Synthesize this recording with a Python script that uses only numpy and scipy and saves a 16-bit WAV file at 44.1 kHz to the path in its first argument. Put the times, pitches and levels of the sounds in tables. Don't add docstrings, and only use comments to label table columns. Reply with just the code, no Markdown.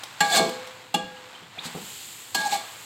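import sys
import numpy as np
from scipy import signal
from scipy.fft import rfft, irfft, next_fast_len
from scipy.io import wavfile
from scipy.ndimage import uniform_filter1d, map_coordinates

SR = 44100
rng = np.random.default_rng(int(sys.argv[2]) if len(sys.argv) > 2 else 0)


def transcribe(u):
    v = np.clip(np.atleast_2d(u).T, -1, 1)
    q = np.round(v * 32767).astype(np.int16)
    wavfile.write(sys.argv[1], SR, q)


N = 125685


# [f/Hz, level/dB]
SIMMER_LEVEL = [(0, -45), (.65, -42), (.9, -50), (1.15, -47), (1.35, -45.5), (1.5, -49.5), (1.565, -46),
                (1.65, -39.5), (2.0, -51.5), (2.3, -50), (2.65, -43), (2.85, -47.5)]
SIMMER_SPECTRUM = [(200, -22), (500, 1.5), (850, 11.5), (1300, 9.5), (2000, 8), (4000, 6), (5800, -6),
                   (7700, -2), (9500, -15.5), (13000, -16.5), (16000, -21)]
# [f/Hz, level/dB]
SEAR_LEVEL = [(0, -53.5), (1.55, -63.5), (1.65, -51.5), (1.85, -41.5), (2.0, -40.5), (2.3, -45),
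              (2.85, -45.5)]
SEAR_SPECTRUM = [(1000, -8.5), (3000, 9), (4300, 7.5), (5800, -0.5), (7000, 9.5), (7600, 12.5), (8800, 3.5),
                 (11000, -3.5), (13200, 3.5), (16000, -7)]
# [f/Hz, level/dB]
HUM_SPECTRUM = [(20, -35), (55, -35), (105, -2), (150, -9.5), (500, -11), (1500, -73)]
# [f/Hz, level/dB]
SPITS = [(0.0339, -25.5), (0.491, -26), (0.67, -35.5)]
SPIT_SPECTRUM = [(80, -51), (600, 13.5), (1500, 4.5), (4000, 12), (8000, 3.5), (16000, -6)]
# [t/s, clang level/dB, crack level/dB, thump level/dB, clang T60/s, upper edge of the crack f/Hz]
CLANKS = [(.205, -12.5, -11.5, -31.5, 0.053, 11100), (0.9417, -14.5, -14.5, -29, 0.055, 8200),
          (2.3461, -29, -11, -35, 0.052, 16000)]
# [f/Hz, width/Hz, level at spot 0/dB, level at spot 1/dB, level at spot 2/dB]
CLANG_TONES = [(809, 7.3, -3.5, 4.5, 8), (968, 32, -31, -40, 9.5), (1201, 21, -10, -8.5, 3),
               (1635, 15, -4.5, -21, -36), (1952, 73, -4, -20, -6), (2803, 45, -4.5, -3, 1),
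               (3350, 41, -15, -3, -18), (4320, 280, -5.5, -25, 12), (7460, 380, -1.5, -24, 6)]
# [f/Hz, level/dB]
CRACK_SPECTRUM = [(200, -38), (800, -6), (1400, -2), (3000, 11.5), (4500, 14.5), (5800, 7), (7600, 15),
                  (9300, 3), (13000, 5.5), (16000, -6)]
THUMP_SPECTRUM = [(40, -26), (110, -28), (175, 11), (215, 3), (310, 8), (500, -0.5), (800, -51)]
# [f/Hz, T60/s, level struck at spot 0/dB, at spot 1/dB, at spot 2/dB, level when rubbed/dB]
POT_MODES = [(445, 0.32, -35.5, -41, -65, 2), (510.8, 1.11, -45, -39, -61, -7),
             (661, 0.26, -32, -34.5, -37, 3.5), (823.4, 0.57, -20, -32.5, -38, -4),
             (1100, 0.46, -56, -48, -49, -7.5), (1172, 0.41, -31, -37, -51, -3),
             (1627, 0.34, -20.5, -35.5, -59, -2), (1644, 0.65, -29, -40.5, -28, -27),
             (2227, 0.42, -31.5, -53, -44, -1), (2393, 0.21, -31, -40, -45, -4.5),
             (2837, 0.15, -30, -25.5, -39, -6), (3418, 0.21, -44, -32.5, -52, -6),
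             (3490, 0.15, -26.5, -55, -39, 1.5), (4260, 0.19, -25, -35.5, -27.5, -3.5)]
# [t of the peak/s, rise/s, fall/s, grit level/dB, pot ring level/dB]
SCRAPES = [(.25, 0.032, 0.05, -35.5, -41.5), (0.372, 0.041, 0.022, -18, -23.5), (.43, 0.032, 0.1, -38, -47),
           (1.655, 0.014, 0.022, -34, -61), (2.366, 0.0049, 0.039, -36, -42.5),
           (2.412, 0.019, 0.013, -36.5, -42), (2.474, 0.05, 0.009, -33.5, -58),
           (2.533, 0.031, 0.038, -27, -34)]
# [f/Hz, level/dB]
GRIT_SPECTRUM = [(50, -44), (170, 2), (900, -0.5), (1400, -4), (2300, 1.5), (2850, 0.5), (3500, 5),
                 (4300, 9), (5500, -2.5), (7900, 5.5), (9300, -7), (12500, -9), (16000, -16)]
# [t of the peak/s, half length/s, f at the peak/Hz, level/dB]
SQUEAKS = [(0.317, 0.013, 770, -29), (0.33, 0.009, 3480, -25.5), (0.341, .014, 704.4, -25),
           (0.353, 0.018, 1635, -25), (0.379, 0.0055, 807, -22.5), (0.389, 0.012, 4227, -23.5),
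           (2.442, 0.06, 832, -34.5), (2.468, 0.012, 811.5, -23), (2.533, 0.01, 807, -21),
           (2.557, 0.0094, 810, -26.5)]
# [t of the peak/s, rise/s, fall/s, level/dB, pot ring level/dB]
JUDDERS = [(.405, 0.02, 0.018, -25, -21), (0.464, 0.083, 0.031, -31, -42.5)]
# [f/Hz, level/dB]
JUDDER_SPECTRUM = [(50, -35), (130, -8.5), (195, 3), (250, 5), (300, -14), (370, 4.5), (570, -38),
                   (720, -2), (1050, -8), (1400, -24), (3000, -57)]
# [t/s, f/Hz, level/dB]
JOLTS = [(.396, 750, -7), (.4046, 330, -2), (.4240, 600, -16)]
# [f/Hz, level/dB]
FLOPS = [(1.043, -41, 0.13), (1.419, -47.5, 0.066), (1.581, -46.5, .2), (1.655, -39.5, 0.21),
         (1.748, -31, 0.3)]
FLOP_SPECTRUM = [(40, -37), (110, -15.5), (170, -3), (245, -2), (300, -11.5), (400, -5), (520, -13.5),
                 (620, -21), (820, -10.5), (1400, -48)]
# [t of the peak/s, f at the peak/Hz, level/dB, length/s]
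POPS = [(1.172, 2940, -43, 0.0047), (1.355, 3100, -43, 0.0068), (1.435, 3190, -47, 0.0054),
        (1.579, 677, -38, .003), (1.586, 2574, -34.5, 0.0035), (1.5923, 3710, -27, 0.0032)]
# [f/Hz, T60/s]
ROOM_T60 = [(150, 0.64), (1000, 0.34), (5000, 0.51), (14000, 0.093)]

BURSTS_PER_S = 5000
HUM_DB, ROOM_DB = -58, -11
SPIT_T60_S = 0.038
CONTACT_S, CRACK_T60_S, THUMP_T60_S = 0.0053, 0.055, 0.23
BOTTOM_HZ = 168.3
SCRAPE_LOW_HZ = 587
JUDDER_TOP_HZ = 850
BUILD_S, RING_WAVER_DB = 0.073, 2.5
RUB_BLUR_HZ = 11.2
SLIPS_PER_S = 8000
GRIT_PATCH_DB = 2.5
SQUEAK_SAG_PER_S = 1.2
JUDDER_PER_S = 260
JOLT_T60_S = 0.016
POP_RISE = 0.095
TOP_HZ = 16000


def amp(db):
    return 10 ** (np.asarray(db) / 20)


def unit(x):
    return x / np.sqrt(np.mean(x ** 2) + 1e-20)


def clock():
    return np.arange(N) / SR


def along(points, hz):
    f, v = np.transpose(points)
    return np.interp(np.log(hz + 1), np.log(f + 1), v)


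def filtered(x, response):
    m = next_fast_len(N + SR)
    hz = np.fft.rfftfreq(m, 1 / SR)
    return irfft(rfft(x, m) * response(hz), m)[:N]


def colour(x, spectrum):
    return unit(filtered(x, lambda hz: amp(along(spectrum, hz))))


def noise(spectrum):
    return colour(rng.standard_normal(N), spectrum)


def wobble(rate):
    return map_coordinates(rng.standard_normal(N // 8), [clock() * rate], mode="wrap")


def tone(hz, width_hz, start=0):
    steps = rng.standard_normal(N) * np.sqrt(2 * np.pi * np.abs(width_hz) / SR)
    drift = uniform_filter1d(np.cumsum(steps), size=90)
    phase = 2 * np.pi * np.cumsum(hz + np.zeros(N)) / SR + drift
    return np.sqrt(2) * np.sin(phase - phase[round(start * SR)])


def grains(rate, scatter_db):
    happens = rng.random(N) < rate / SR
    sign = rng.choice([-1, 1], N)
    size = amp(scatter_db * np.clip(rng.standard_normal(N), -2, 2))
    return unit(happens * sign * size)


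def blow(s, attack, t60):
    t = np.maximum(clock() - s, 0)
    return (1 - np.exp(-t / attack)) * np.exp(-np.log(1000) * t / t60)


def stroke(s, rise, fall):
    t = clock() - s
    swell = np.abs(t / rise) ** 1.33
    release = np.abs(t / fall) ** 1.31
    return np.exp(-np.where(t < 0, swell, release))


def pressure(strokes, column):
    return sum(amp(row[column]) * stroke(*row[:3]) for row in strokes)


def sizzle():
    def level(rows):
        return amp(np.interp(clock(), *np.transpose(rows)))

    simmer = colour(grains(BURSTS_PER_S, scatter_db=8.0) + rng.standard_normal(N), SIMMER_SPECTRUM)
    sear = colour(grains(BURSTS_PER_S, scatter_db=5) + rng.standard_normal(N), SEAR_SPECTRUM)
    return level(SIMMER_LEVEL) * simmer + level(SEAR_LEVEL) * sear


def hum():
    return amp(HUM_DB) * noise(HUM_SPECTRUM)


def spits():
    loudness = sum(amp(db) * blow(s, 0.0018, SPIT_T60_S) for s, db in SPITS)
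    return noise(SPIT_SPECTRUM) * loudness


def thud(s, t60):
    swing = np.sqrt(2) * np.sin(2 * np.pi * BOTTOM_HZ * (clock() - s))
    return swing * blow(s, CONTACT_S, t60)


def clanks():
    out = np.zeros(N)
    crack_noise, thump_noise = noise(CRACK_SPECTRUM), noise(THUMP_SPECTRUM)
    for spot, (s, clang_db, crack_db, thump_db, t60, edge_hz) in enumerate(CLANKS):
        clang = sum(amp(db[spot]) * tone(hz, width, s) for hz, width, *db in CLANG_TONES)
        out += amp(clang_db) * clang * blow(s, CONTACT_S, t60)
        crack = filtered(crack_noise, lambda hz: 1 / np.hypot(1, hz / edge_hz))
        out += amp(crack_db) * crack * blow(s - .001, CONTACT_S, CRACK_T60_S)
        thump = thump_noise * blow(s, CONTACT_S, THUMP_T60_S) + thud(s, t60=0.17)
        out += amp(thump_db) * thump
    return out


def pot_ring():
    scraping, juddering = pressure(SCRAPES, column=-1), pressure(JUDDERS, column=-1)
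    contact = (scraping + juddering) / np.max(scraping + juddering)
    out = np.zeros(N)
    for hz, t60, *struck_db, rubbed_db in POT_MODES:
        from_scrapes = scraping / (1 + (SCRAPE_LOW_HZ / hz) ** 8)
        from_judders = juddering / (1 + (hz / JUDDER_TOP_HZ) ** 4)
        power = (amp(rubbed_db) * (from_scrapes + from_judders)) ** 2
        keep = np.exp(-2 * np.log(1000) / (t60 * SR))
        stored = signal.lfilter([1], [1, -keep], power) / (BUILD_S * SR)
        struck = sum(amp(db) * blow(row[0], CONTACT_S, t60) for row, db in zip(CLANKS, struck_db))
        loudness = np.sqrt(stored + struck ** 2)
        waver = amp(RING_WAVER_DB * np.sqrt(contact) * wobble(70))
        out += loudness * waver * tone(hz, 2 + RUB_BLUR_HZ * contact, start=CLANKS[0][0])
    return out


def patchy(x, depth_db):
    z = signal.stft(x, nperseg=256)[2]
    field = uniform_filter1d(rng.standard_normal(z.shape), size=4, axis=0)
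    field = uniform_filter1d(field, size=3, axis=1)
    return signal.istft(z * amp(depth_db * unit(field)), nperseg=256)[1][:N]


def scrapes():
    slips = grains(SLIPS_PER_S, scatter_db=3.0)
    hiss = colour(patchy(slips, GRIT_PATCH_DB), GRIT_SPECTRUM)
    raggedness = amp(0.55 * wobble(160))
    return pressure(SCRAPES, column=-2) * raggedness * hiss


def squeaks():
    out = np.zeros(N)
    for s, half, hz, db in SQUEAKS:
        t = clock() - s
        sagging_hz = hz * np.exp(-SQUEAK_SAG_PER_S * t)
        out += amp(db) * np.exp(-(t / half) ** 2) * tone(sagging_hz, width_hz=10.5)
    return out


def judders():
    turns = np.cumsum(JUDDER_PER_S * np.exp(.5 * wobble(300))) / SR
    clicks = np.diff(np.floor(turns), prepend=0)
    slips = unit(clicks * amp(5.3 * rng.standard_normal(N)))
    rumble = colour(slips + 0.34 * rng.standard_normal(N), JUDDER_SPECTRUM)
    return pressure(JUDDERS, column=-2) * rumble


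def jolts():
    out = np.zeros(N)
    for s, hz, db in JOLTS:
        swing = np.sin(2 * np.pi * hz * (clock() - s))
        out += amp(db) * swing * blow(s, 2 / hz, JOLT_T60_S)
    return out


def flops():
    lumps = amp(1.7 * wobble(90)) * noise(FLOP_SPECTRUM)
    out = np.zeros(N)
    for s, db, t60 in FLOPS:
        out += amp(db) * (lumps * blow(s, 0.00046, t60) + thud(s, t60=0.15))
    return out


def pops():
    out = np.zeros(N)
    for s, hz, db, length in POPS:
        u = np.clip((clock() - s) / length, -10, 10)
        rising_hz = hz * np.exp(POP_RISE * np.tanh(u / 2))
        out += amp(db) * np.exp(-np.abs(u)) * tone(rising_hz, 0.089 * hz)
    return out


def kitchen(x):
    hz, t, z = signal.stft(rng.standard_normal(SR * 3 // 4), SR, nperseg=256)
    decay = np.exp(-np.log(1000) * t / along(ROOM_T60, hz)[:, None])
    tail = signal.istft(z * decay, SR, nperseg=256)[1]
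    tail *= 1 - np.exp(-np.arange(len(tail)) / SR / 0.0027)
    return signal.fftconvolve(x, tail / np.linalg.norm(tail))[:N]


def scene():
    stirring = pot_ring() + clanks() + scrapes() + judders() + jolts() + squeaks()
    stirred_food = flops() + spits() + pops()
    near = stirring + stirred_food
    return (near + amp(ROOM_DB) * kitchen(near) + sizzle() + hum())[None]


def record(dry):
    return filtered(dry[0], lambda hz: hz < TOP_HZ)[None]


dry = scene()
out = record(dry)
transcribe(out)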